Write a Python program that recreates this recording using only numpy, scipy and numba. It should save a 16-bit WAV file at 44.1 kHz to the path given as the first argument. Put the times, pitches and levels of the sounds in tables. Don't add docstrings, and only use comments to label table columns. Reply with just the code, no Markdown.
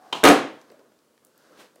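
import sys
import numpy as np
from scipy import signal
from scipy.fft import rfft, irfft
from scipy.io import wavfile
from numba import njit

SR = 44100
rng = np.random.default_rng(int(sys.argv[2]) if len(sys.argv) > 2 else 0)


def wav_record(signal):
    frames = np.transpose(np.atleast_2d(signal))
    bounded = np.clip(frames, -1, 1)
    quanta = np.round(bounded * 32767).astype(np.int16)
    wavfile.write(sys.argv[1], SR, quanta)


N = 79380

# (frequency [Hz], level [dB])
BACKGROUND_SPECTRUM = [(30, 18.5), (90, 12.5), (200, 15.5), (1000, 1.5), (3000, 5.5), (9000, 2.5),
                       (16000, -3)]
BACKGROUND_DB = -69.5

# (time [s], rumble level [dB], gritty hiss level [dB])
ROLLING_LEVELS = [(0, -66, -67.5), (.04, -60, -65), (0.118, -60.5, -63), (.6, -62.5, -66.5),
                  (.8, -59, -75.5), (.95, -67.5, -105), (1.28, -67, -83), (1.38, -66.5, -69.5),
                  (1.471, -61, -64), (1.55, -59.5, -68.5), (1.65, -60.5, -62), (1.719, -69, -79),
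                  (1.8, -62, -81)]
# (frequency [Hz], level [dB])
RUMBLE_SPECTRUM = [(30, -20), (80, -15), (140, -8.5), (290, 3.5), (400, 0.5), (540, 3.5), (750, -9),
                   (1000, -4), (1500, -10), (2300, -25), (8000, -37.5)]
# (frequency [Hz], level [dB])
HISS_SPECTRUM = [(200, -17), (550, -1.5), (750, -3), (1000, -4), (1600, 4), (2200, -10.5), (5000, -6),
                 (8000, -14.5), (16000, -21.5)]
# (frequency [Hz], level [dB])
FREE_WHEEL_SPECTRUM = [(300, -32), (560, -12), (750, 4.5), (880, -12.5), (1150, -8.5), (2000, -25),
                       (6000, -44.5)]
FREE_WHEEL_DB = -55.5
GRAIN_SPREAD_DB = 2.5
FLUTTER_DB, FLUTTER_HZ = 1.5, 30.24
ROLL_ROOM_DB = -4.5

# (time [s], wood level [dB], truck ring level before scaling [dB])
CLACK_ARRIVALS = [(0.1262, -22, -23), (0.1282, -19, -7.5), (0.1307, -23, -10), (0.1366, -26.5, -28),
                  (0.1523, -24.5, -24.5)]
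# (frequency [Hz], level [dB])
CLACK_SPECTRUM = [(40, -29), (130, -9.5), (270, 4), (450, 3), (780, 6), (1200, 0.5), (1800, -19.5),
                  (4000, -15), (8000, -23), (10000, -31), (15000, -39)]
# (frequency [Hz], level [dB], t60 [s])
TRUCK_RING_MODES = [(2640, -4.5, .018), (2962, 0, 0.02), (3130, 3, 0.047), (3500, -5.5, .018),
                    (3660, -1.5, 0.031), (3960, -7.5, 0.016)]
CLACK_T60_S, CLACK_ROOM_DB = 0.013, -2
TRUCK_DB, TRUCK_ROOM_DB = -1, -6

# (frequency [Hz], level [dB])
SLIDE_SPECTRUM = [(200, -9), (1200, -8.5), (2500, 3.5), (5000, -4), (8000, -7), (10000, -15),
                  (15000, -25.5)]
SLIDE_START_S, SLIDE_DB, SLIDE_T60_S, SLIDE_ROOM_DB = 0.16, -42, 0.23, -4.5

# (time [s], level [dB], contact hardness as a treble cutoff [Hz])
LANDING_BLOWS = [(0.234, -2, 218.6), (0.2379, -5.5, 9980), (0.243, 0.5, 1500), (0.2513, 3, 4000),
                 (0.2617, 4, 1800), (0.2726, 2.5, 3500), (0.279, 0, 1940), (0.2864, -4.5, 6784),
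                 (0.301, -5.5, 2500), (0.309, -2.5, 1199)]
# (frequency [Hz], level [dB])
BLOW_SPECTRUM = [(30, -27.5), (55, -23), (90, -27), (130, -7.5), (200, -6.5), (280, 2.5), (400, 2.5),
                 (750, 0), (1000, -2.5), (1600, -3), (2100, -7), (3200, -6.5), (5000, -14), (10000, -12),
                 (16000, -19)]
# (frequency [Hz], level [dB])
LOADED_DECK_MODES = [(174, -14), (288, 1), (348, -7), (438, -3), (519, -2), (590, -7), (701, -3), (729, -4),
                     (773, -2), (917, -11), (1213, -10), (1244, -3), (1352, -10), (1686, -6)]
BLOW_T60_S, BLOW_ROOM_DB = 0.04, -6.5
DECK_DB, DECK_T60_S = -18.5, 0.27

# (time [s], level [dB], centre frequency [Hz])
GRIT_TICKS = [(0.6144, -45, 4560), (0.701, -50.5, 3760), (0.7165, -51, 10000), (0.7947, -60, 3470),
              (0.9898, -54, 2990), (1.1784, -53, 2293), (1.2494, -47, 9010), (1.269, -52.5, 7000),
              (1.3783, -49.5, 11000), (1.758, -50.5, 8890)]
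TICK_T60_S, TICK_ROOM_DB = 0.0075, -8
TICK_OCTAVES = .9

# (time [s], level [dB])
TRUCK_KNOCKS = [(0.704, -42), (0.720, -41.5), (0.793, -50), (0.850, -65), (0.918, -51.5), (1.7603, -44),
                (1.782, -52), (1.791, -54.5)]
# (frequency [Hz], level [dB])
KNOCK_SPECTRUM = [(50, -15), (150, -4), (300, 8), (550, 12.5), (900, -7.5), (1500, -6.5), (2500, -10),
                  (12000, -34)]
KNOCK_T60_S, KNOCK_ROOM_DB = 0.022, -3

# (frequency [Hz], level [dB])
SCUFF_SPECTRUM = [(50, -29.5), (120, -8), (400, 4), (800, 5.5), (1300, 1), (2400, 1), (3500, -1),
                  (6000, -8.5), (10000, -11.5), (16000, -20)]
SCUFF_PEAK_S, SCUFF_DB, SCUFF_ROOM_DB = 1.604, -48, -15
SCUFF_RISE_S, SCUFF_FALL_S = 0.023, 0.039

ROOM_T60_S, ROOM_DAMP_HZ = .45, 12100
ROOM_BUILD_S = 0.0026

MIC_LOW_HZ, TOP_HZ = 109, 15800
LIMIT_DB, LIMIT_ATTACK_S, LIMIT_RELEASE_S = 0, .0005, .015
CEILING = .7


def undb(db):
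    return 10 ** (np.asarray(db) / 20)


def unit(x):
    return x / np.sqrt(np.mean(x ** 2))


def on_log_axis(hz, table):
    table_hz, values = np.array(table, float).T
    return np.interp(np.log(np.maximum(hz, 1)), np.log(table_hz), values)


def colour(x, table):
    gain = undb(on_log_axis(np.fft.rfftfreq(N, 1 / SR), table))
    return unit(irfft(rfft(x) * gain, N))


def noise(table):
    return colour(rng.standard_normal(N), table)


def since(start):
    return np.maximum(np.arange(N) / SR - start, 0)


def decay(start, t60):
    age = since(start)
    return (age > 0) * np.exp(-np.log(1000) * age / t60)


def grains():
    return rng.standard_normal(N) * undb(GRAIN_SPREAD_DB * rng.exponential(size=N))


def send(x, wet_db):
    return np.array([x, undb(wet_db) * x])


def background():
    return undb(BACKGROUND_DB) * noise(BACKGROUND_SPECTRUM)


def wheels():
    t = since(0)
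    times, rumble_db, hiss_db = np.array(ROLLING_LEVELS).T
    level_points = rng.standard_normal(N)
    flutter = undb(FLUTTER_DB * np.interp(t * FLUTTER_HZ, np.arange(N), level_points))
    rumble = colour(grains(), RUMBLE_SPECTRUM) * undb(np.interp(t, times, rumble_db))
    hiss = colour(grains(), HISS_SPECTRUM) * undb(np.interp(t, times, hiss_db))
    before_landing = t < LANDING_BLOWS[0][0]
    singing = colour(grains(), FREE_WHEEL_SPECTRUM) * undb(FREE_WHEEL_DB) * before_landing
    return send((rumble + hiss + singing) * flutter, ROLL_ROOM_DB)


def garage(x):
    edges = np.geomspace(66, 17000, 25)
    build = np.exp(-1 / (ROOM_BUILD_S * SR))
    reverberation = 0
    for lo, hi in zip(edges, edges[1:]):
        band = signal.butter(3, [lo, hi], "bandpass", fs=SR, output="sos")
        t60 = ROOM_T60_S / (1 + lo * hi / ROOM_DAMP_HZ ** 2)
        keep = np.exp(-2 * np.log(1000) / (t60 * SR))
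        power = signal.sosfilt(band, x) ** 2
        fed = signal.lfilter([1 - build], [1, -build], power)
        stored = signal.lfilter([1 - keep], [1, -keep], fed)
        diffuse = unit(signal.sosfilt(band, rng.standard_normal(N)))
        reverberation = reverberation + np.sqrt(stored) * diffuse
    return reverberation


def strike(push, table):
    gain = undb(on_log_axis(np.fft.rfftfreq(N, 1 / SR), table))
    cepstrum = irfft(np.log(unit(gain)), N)
    causal = cepstrum * (1 + np.sign(np.fft.fftfreq(N)))
    body = irfft(np.exp(rfft(causal)), N)
    contact = push * rng.standard_normal(N)
    return signal.fftconvolve(contact, body)[:N]


def ring(start, modes):
    age = since(start)
    return sum(undb(db) * decay(start, t60) * np.sin(2 * np.pi * hz * age) for hz, db, t60 in modes)


def clack():
    push = sum(undb(db) * decay(start, CLACK_T60_S) for start, db, _ in CLACK_ARRIVALS)
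    wood = strike(push, CLACK_SPECTRUM)
    rings = sum(undb(db) * ring(start, TRUCK_RING_MODES) for start, _, db in CLACK_ARRIVALS)
    metal = undb(TRUCK_DB) * rings / len(TRUCK_RING_MODES)
    return send(wood, CLACK_ROOM_DB) + send(metal, TRUCK_ROOM_DB)


def slide():
    rasp = undb(SLIDE_DB) * decay(SLIDE_START_S, SLIDE_T60_S) * colour(grains(), SLIDE_SPECTRUM)
    return send(rasp, SLIDE_ROOM_DB)


def soften(x, hz):
    lowpass = signal.butter(1, min(hz, SR / 2 - 1), fs=SR, output="sos")
    return signal.sosfilt(lowpass, x)


def landing():
    cracks = 0
    for start, db, hardness in LANDING_BLOWS:
        push = undb(db) * decay(start, BLOW_T60_S)
        cracks = cracks + soften(strike(push, BLOW_SPECTRUM), hardness)
    deck = 0
    for hz, mode_db in LOADED_DECK_MODES:
        energy = 0
        for start, db, hardness in LANDING_BLOWS:
            amplitude = undb(db) * decay(start, DECK_T60_S)
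            energy = energy + amplitude ** 2 / (1 + (hz / hardness) ** 2)
        oscillation = np.sin(2 * np.pi * (hz * since(0) + rng.random()))
        deck = deck + undb(mode_db) * np.sqrt(energy) * oscillation
    direct_deck = np.array([undb(DECK_DB) * deck, np.zeros(N)])
    return send(cracks, BLOW_ROOM_DB) + direct_deck


def grit():
    hz = np.fft.rfftfreq(N, 1 / SR) + 1
    ticks = 0
    for start, db, centre in GRIT_TICKS:
        band = 1 / (1 + (np.log2(hz / centre) / TICK_OCTAVES) ** 4)
        crackle = unit(irfft(rfft(rng.standard_normal(N)) * band, N))
        ticks = ticks + undb(db) * decay(start, TICK_T60_S) * crackle
    return send(ticks, TICK_ROOM_DB)


def knocks():
    push = sum(undb(db) * decay(start, KNOCK_T60_S) for start, db in TRUCK_KNOCKS)
    return send(strike(push, KNOCK_SPECTRUM), KNOCK_ROOM_DB)


def scuff():
    age = since(0) - SCUFF_PEAK_S
    swell = np.exp(np.minimum(age / SCUFF_RISE_S, -age / SCUFF_FALL_S))
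    return send(undb(SCUFF_DB) * swell * colour(grains(), SCUFF_SPECTRUM), SCUFF_ROOM_DB)


def scene():
    direct, to_room = wheels() + clack() + slide() + landing() + grit() + knocks() + scuff()
    return (direct + garage(to_room) + background())[None]


@njit
def follow(x, attack, release):
    out, envelope = np.empty(len(x)), 0.
    for i in range(len(x)):
        envelope += (x[i] - envelope) * (attack if x[i] > envelope else release)
        out[i] = envelope
    return out


def record(dry):
    bass_cut = signal.butter(3, MIC_LOW_HZ, "highpass", fs=SR, output="sos")
    thin = signal.sosfilt(bass_cut, dry)
    attack = 1 - np.exp(-1 / (LIMIT_ATTACK_S * SR))
    release = 1 - np.exp(-1 / (LIMIT_RELEASE_S * SR))
    peak = follow(np.abs(thin[0]), attack, release)
    held = thin / np.maximum(peak / undb(LIMIT_DB), 1)
    rounded = held / (1 + (held / CEILING) ** 6) ** (1 / 6)
    top_cut = signal.ellip(8, .2, 70, TOP_HZ, fs=SR, output="sos")
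    return signal.sosfilt(top_cut, rounded)


dry = scene()
out = record(dry)
wav_record(out)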